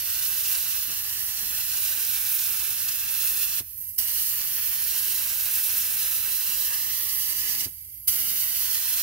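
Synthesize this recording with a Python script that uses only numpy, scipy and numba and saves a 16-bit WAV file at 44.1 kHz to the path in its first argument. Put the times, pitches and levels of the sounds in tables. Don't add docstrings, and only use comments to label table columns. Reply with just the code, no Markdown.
import sys
import numpy as np
from scipy import signal
from scipy.fft import rfft, irfft, next_fast_len
from scipy.io import wavfile
from scipy.ndimage import uniform_filter1d
from numba import njit

SR = 44100
rng = np.random.default_rng(int(sys.argv[2]) if len(sys.argv) > 2 else 0)


def dump(signal):
    limited = np.clip(np.atleast_2d(signal).T, -1, 1)
    pcm = np.round(limited * 32767).astype(np.int16)
    wavfile.write(sys.argv[1], SR, pcm)


N = 397782
T = np.arange(N) / SR
OVERSAMPLE = 8

# (let go [s], pulled [s], overshoot of stored hose pressure [dB],
# share of the flow that drains slowly [0-1])
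TRIGGER_PAUSES = [(3.602, 3.976, 9, .1), (7.653, 8.070, 10, .14)]
# (frequency [Hz], level [dB])
BUFFET_SPECTRUM = [(30, -16), (65, -15), (130, -2.5), (200, -6.5), (330, -6), (500, -13.5), (900, -21)]


def undb(db):
    return 10 ** (np.asarray(db) / 20)


def curve(rows):
    times, values = np.transpose(rows)
    return np.interp(T, times, values)


def unit(x):
    return x / np.std(np.atleast_2d(x).mean(axis=0))


def colour(x, points):
    hz, db = np.transpose(points)
    size = next_fast_len(N, True)
    bins = np.maximum(np.fft.rfftfreq(size, 1 / SR), 1)
    gain = undb(np.interp(np.log(bins), np.log(hz), db))
    return irfft(rfft(x, size) * gain, size)[..., :N]


def split(x, hz):
    low = signal.sosfiltfilt(signal.butter(5, hz, fs=SR, output="sos"), x)
    return low, x - low


def walk(rate):
    hold = max(int(SR / rate), 1)
    steps = np.repeat(rng.standard_normal(N // hold + 1), hold)
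    return unit(uniform_filter1d(steps, hold)[:N])


def swells(rows):
    centre_s, half_s, *columns = np.transpose(rows)
    bells = np.exp(-((T - centre_s[:, None]) / half_s[:, None]) ** 2)
    return np.array(columns) @ bells


def low_noise():
    return rng.standard_normal(N) + .34 * rng.standard_normal((2, N))


def finely(x):
    return signal.resample_poly(x, up=OVERSAMPLE, down=1)


def delayed(fine, ms):
    where = (np.arange(N) - ms * SR / 1000) * OVERSAMPLE
    return fine.take(np.rint(where).astype(int), mode="wrap")


def at_height(lift, values):
    return np.interp(lift, [0, .5, 1], values)


@njit
def band(x, hz, width):
    y, band_state, low_state = np.empty(len(x)), 0., 0.
    for i in range(len(x)):
        g, damping = np.tan(np.pi * hz[i] / SR), width / hz[i]
        v = (band_state + g * (x[i] - low_state)) / (1 + g * (g + damping))
        band_state = 2 * v - band_state
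        low_state += 2 * g * v
        y[i] = damping * v
    return y


def film(air, lift, count=10):
    near_ms, depth_ms, sweep_ms = 1.0, 6.0, .9
    glints_per_s = 2.2
    hand_wobble = .035
    wrinkle_gains = (.11, .2)
    # (frequency [Hz], level [dB])
    wrinkle_spectrum = [(500, -7), (1500, -1), (3500, .5), (8000, .5), (14000, -2)]
    echoes = np.zeros(N)
    reach = lift - .5 + hand_wobble * walk(3)
    for far, sweep in rng.uniform(-1, 1, (count, 2)):
        path_ms = near_ms + depth_ms * far ** 2 + sweep_ms * sweep * reach
        echoes += walk(glints_per_s) * delayed(air, path_ms)
    return colour(echoes * np.interp(lift, [0, 1], wrinkle_gains), wrinkle_spectrum)


def turbulence(swing, lift):
    # (frequency [Hz], level [dB])
    diffuse_spectrum = [(300, 0), (600, 2.5), (1100, 2), (2500, -2.5), (10000, 0), (16000, 2)]
    # (delay at lift 0 [ms], at half lift [ms], at lift 1 [ms],
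    # left gain, right gain), before the change with height below
    panel_paths = [(1.25, 1.11, .97, .5, .08), (.72, .705, .62, .1, .4), (.6, .56, .45, .22, .08)]
    # (frequency [Hz], level [dB])
    panel_spectrum = [(700, -9), (1500, 0), (6000, 0), (12000, -6)]
    # (delay at swing 0 [ms], delay at swing 1 [ms], left gain, right gain)
    far_paths = [(1.917, 2.192, -0.038, 0.18), (2.5, 2.767, 0.1, 0.046)]
    # (centre at lift 0 [Hz], at half lift [Hz],
    # at lift 1 [Hz], width [Hz], left gain, right gain)
    hiss_bands = [(1640, 1580, 2300, 310, 0.99, 0.78), (2490, 2855, 3000, 490, 0.71, 0.65),
                  (3620, 4070, 4770, 340, 0.73, 1.1), (5480, 4800, 4700, 390, 0, 0.07),
                  (8650, 8450, 9500, 320, 0.35, 0.34), (12000, 12100, 12750, 2900, 0, 0.96)]
    # (frequency [Hz], level [dB])
    right_port_spectrum = [(300, 0), (700, -3), (1600, 0), (3300, -1.3), (4000, 1.5), (6000, 1.5),
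                           (7700, -2.2), (9000, .3), (10700, 1.5), (12300, 4), (13300, 3), (14500, 2),
                           (15650, 9.7)]
    panel_db = -8.5 * (2.0 - lift)
    noises = rng.standard_normal(N) + colour(rng.standard_normal((2, N)), diffuse_spectrum)
    ports = []
    for side, lag_ms in enumerate([.125 * swing, 0]):
        air = finely(noises[side])
        panel = np.zeros(N)
        for low_ms, mid_ms, top_ms, *gains in panel_paths:
            path_ms = lag_ms + at_height(lift, [low_ms, mid_ms, top_ms])
            panel += gains[side] * delayed(air, path_ms)
        port = delayed(air, lag_ms) + colour(panel, panel_spectrum) * undb(panel_db) + film(air, lift)
        for out_ms, back_ms, *gains in far_paths:
            port += gains[side] * delayed(air, lag_ms + out_ms + (back_ms - out_ms) * swing)
        resonance = np.zeros(N)
        for low_hz, mid_hz, top_hz, width_hz, *gains in hiss_bands:
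            centre_hz = at_height(lift, [low_hz, mid_hz, top_hz])
            resonance += gains[side] * band(port, centre_hz, float(width_hz))
        ports.append(port + resonance)
    return np.array([ports[0], colour(ports[1], right_port_spectrum)])


def valve():
    open_s, spit_s, close_s, drain_s = .011, .009, .0055, .1
    flow, spit = np.ones(N), np.ones(N)
    for closes, opens, overshoot_db, drain_share in TRIGGER_PAUSES:
        after, since = np.maximum(T - closes, 0), np.maximum(T - opens, 0)
        fall = (1 - drain_share) * np.exp(-after / close_s) + drain_share * np.exp(-after / drain_s)
        rise = np.minimum(since / open_s, 1) ** 2
        flow *= np.maximum(fall, rise)
        sag = np.exp(-np.maximum(since - open_s, 0) / spit_s)
        spit += (since > 0) * (undb(overshoot_db) - 1) * sag
    return flow, spit


def passes():
    # (atomising sizzle [dB], air rush [dB], wash on the panel [dB])
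    pass_levels = [(-22, -37, -45), (-21.5, -37.5, -45), (-21.5, -36, -44.5)]
    edges = np.array(TRIGGER_PAUSES)[:, :2].ravel()
    return [np.interp(T, edges, np.repeat(column, 2)[1:-1]) for column in np.transpose(pass_levels)]


def surge():
    surge_db, sag_s = 3.5, 0.57
    lift_db = np.zeros(N)
    for _, opens, *_ in TRIGGER_PAUSES:
        lift_db += surge_db * (T > opens) * np.exp(-np.maximum(T - opens, 0) / sag_s)
    return lift_db


def spray(air, flow, spit, swing, sputter_db=0.55, flutter_db=0.5, rush_flutter_db=0.99,
          wash_flutter_db=1.0, eddy_db=1.0):
    # (frequency [Hz], level [dB])
    jet_spectrum = [(150, -45), (450, -19), (800, -14), (1250, -11), (1600, -10), (2150, -7), (2800, -1.5),
                    (3400, -2.5), (4000, -4), (5600, 2), (7500, 0), (9000, 4), (12000, 6.5)]
    # (time [s], half length [s], change of sizzle [dB], change of rush [dB])
    jet_spurts = [(.185, 0.017, 0, 1.5), (.255, 0.05, 1, 0.5), (.455, 0.016, -2, 2), (.51, 0.05, 1.5, 0),
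                  (.555, 0.0095, -2, 4.5), (1.24, .035, 3.5, -1), (2.33, 0.037, 2, -0.5),
                  (2.395, 0.0058, 0, 4), (2.89, 0.0091, 4, 4.5), (3.216, 0.0093, -1, 4.5),
                  (3.275, 0.041, 2.5, 1), (3.58, 0.013, 2, 2), (4.98, 0.11, -1, 0.7), (5.7, 0.013, -2, 2.5),
                  (5.78, 0.012, 2.5, 0.5), (6.53, 0.048, -1, 1.5), (7.2, 0.096, 2, 0), (7.61, 0.0064, 4, 6)]
    # (time [s], half length [s], change [dB])
    sizzle_lulls = [(.95, .12, -0.5), (3.07, 0.034, -1.5), (5.27, 0.15, -2), (6.9, 0.18, -0.5)]
    # (time [s], half length [s], rise of the buffeting [dB])
    fan_gusts = [(.9, 0.028, 12), (1.45, .05, 9), (7.58, 0.21, 10.5), (8.2, 0.25, 8.5)]
    back_sizzle_db, back_rush_db, back_wash_db, back_buffet_db = -7, -2.5, -3.5, -3.5
    back_pan_db = -2.5
    buffet_db = -58
    sizzle_db, rush_db, wash_db = passes()
    sizzle_spurt, rush_spurt = swells(jet_spurts)
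    sizzle_level = sizzle_db + back_sizzle_db * swing + sizzle_spurt + swells(sizzle_lulls)[0] + surge()
    rush_level = rush_db + back_rush_db * swing + rush_spurt
    wash_level = wash_db + back_wash_db * swing + .5 * rush_spurt
    buffet_level = buffet_db + back_buffet_db * swing + swells(fan_gusts)[0]
    wash, upper = split(colour(air, jet_spectrum), 2700)
    rush, sizzle = split(upper, 8500)
    sputter = sputter_db * walk(22) + flutter_db * walk(90)
    shade = np.outer([.7, -.3], back_pan_db * (swing - swing.mean()))
    nozzle = unit(sizzle) * spit * undb(sizzle_level + shade)
    nozzle += unit(rush) * spit ** .6 * undb(rush_level + rush_flutter_db * walk(60))
    panel = unit(wash) * spit ** .3 * undb(wash_level + wash_flutter_db * walk(35))
    buffet = unit(colour(low_noise(), BUFFET_SPECTRUM)) * undb(buffet_level + eddy_db * walk(25))
    return flow * (nozzle * undb(sputter) + panel + buffet)


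def motor(rumble_db=-58, waver_db=-1.0, drift_rad=0.56):
    # (frequency [Hz], rms level before wavering [dB])
    motor_tones = [(44, -70), (60, -68), (88, -66.5), (98, -66.5)]
    # (frequency [Hz], level [dB])
    rumble_spectrum = [(20, -16), (32, -16), (42, 1.5), (60, 6.5), (75, 1.5), (95, 6), (140, -4.5),
                       (200, -12), (400, -24.5), (1000, -38), (4000, -57)]
    tones = np.zeros(N)
    for hz, db in motor_tones:
        peak = np.sqrt(2) * undb(db + waver_db * walk(2.124))
        tones += peak * np.sin(2 * np.pi * hz * T + drift_rad * walk(2.8))
    return unit(colour(low_noise(), rumble_spectrum)) * undb(rumble_db) + tones


def thumps():
    # (time [s], level before rise and decay [dB], decay [s],
    # pitch [Hz], eddy rms against the swing's peak [ratio])
    air_jolts = [(1.458, -45.5, 0.16, 59.7, 0.37), (3.604, -35.5, 0.012, 90, 0.73),
                 (3.984, -44, 0.037, 62.5, .4), (7.658, -34.5, 0.018, 96, 0.58),
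                 (8.091, -40, 0.024, 60, 0.35)]
    rise_s = .0015
    eddies = unit(colour(rng.standard_normal(N), BUFFET_SPECTRUM))
    out = np.zeros(N)
    for start_s, db, decay_s, ring_hz, eddy_share in air_jolts:
        age = np.maximum(T - start_s, 0)
        envelope = undb(db) * (1 - np.exp(-age / rise_s)) * np.exp(-age / decay_s)
        out += envelope * (np.sin(2 * np.pi * ring_hz * age) + eddy_share * eddies)
    return out


def leak(air, flow, lift, left_db=-2, waver_db=1.0):
    # (frequency [Hz], level [dB])
    leak_spectrum = [(500, -32), (1450, -26), (2300, -10), (3000, -13.5), (3900, -18), (5200, -8),
                     (7700, -6.5), (9400, 2), (11300, 5), (12800, 8.5), (14200, 1), (15600, 3)]
    # (time [s], half length [s], rise [dB])
    cap_swells = [(3.86, 0.11, 6.5)]
    # (delay at lift 0 [ms], delay at lift 1 [ms], gain)
    gun_echo = (.765, .603, .37)
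    # (frequency [Hz], level [dB])
    gun_echo_spectrum = [(3300, -22), (4800, -4), (9000, 0)]
    level = -40 + swells(cap_swells)[0]
    low_ms, top_ms, gain = gun_echo
    path_ms = low_ms + (top_ms - low_ms) * lift
    echo = np.array([delayed(finely(port), path_ms) for port in air])
    left, right = colour(air + gain * colour(echo, gun_echo_spectrum), leak_spectrum)
    hiss = unit(np.array([undb(left_db) * left, right]))
    return hiss * undb(level + waver_db * walk(120)) * np.clip(1 - flow, 0, 1)


def scene():
    # (time [s], swing [0 = out over the bonnet, 1 = drawn back to the windscreen])
    arm_swing = [(0, 0.41), (.52, 0.16), (1.15, 0.76), (1.42, 0.7), (1.8, 0.27), (2.35, 0.13), (2.98, 0.4),
                 (3.28, 0.14), (3.6, 0.43), (3.9, 0.84), (4.35, 0.66), (4.95, 0.19), (5.7, 0.13),
                 (6.2, 0.25), (6.7, 0.23), (7.15, 0.7), (7.8, 0.78), (9.02, 0.33)]
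    # (time [s], nozzle height [0 = down on the bonnet, 1 = top of the windscreen])
    nozzle_lift = [(0, 0.66), (.5, 0.26), (1.2, 0.7), (2.25, 0.12), (3.0, 0.38), (3.35, 0.24), (3.68, 0.64),
                   (3.9, 0.87), (4.45, 0.73), (4.999, 0.55), (5.75, 0.084), (6.25, 0.32), (6.65, .58),
                   (7.1, 0.82), (7.9, 0.94), (8.25, 0.78), (8.6, 0.76), (9.02, 0.5)]
    swing = uniform_filter1d(curve(arm_swing), size=SR // 6)
    lift = uniform_filter1d(curve(nozzle_lift), size=SR // 6)
    flow, spit = valve()
    air = turbulence(swing, lift)
    return spray(air, flow, spit, swing) + motor() + thumps() + leak(air, flow, lift)


def record(dry):
    return signal.sosfilt(signal.ellip(12, .2, 80, 15720, fs=SR, output="sos"), dry)


dry = scene()
out = record(dry)
dump(out)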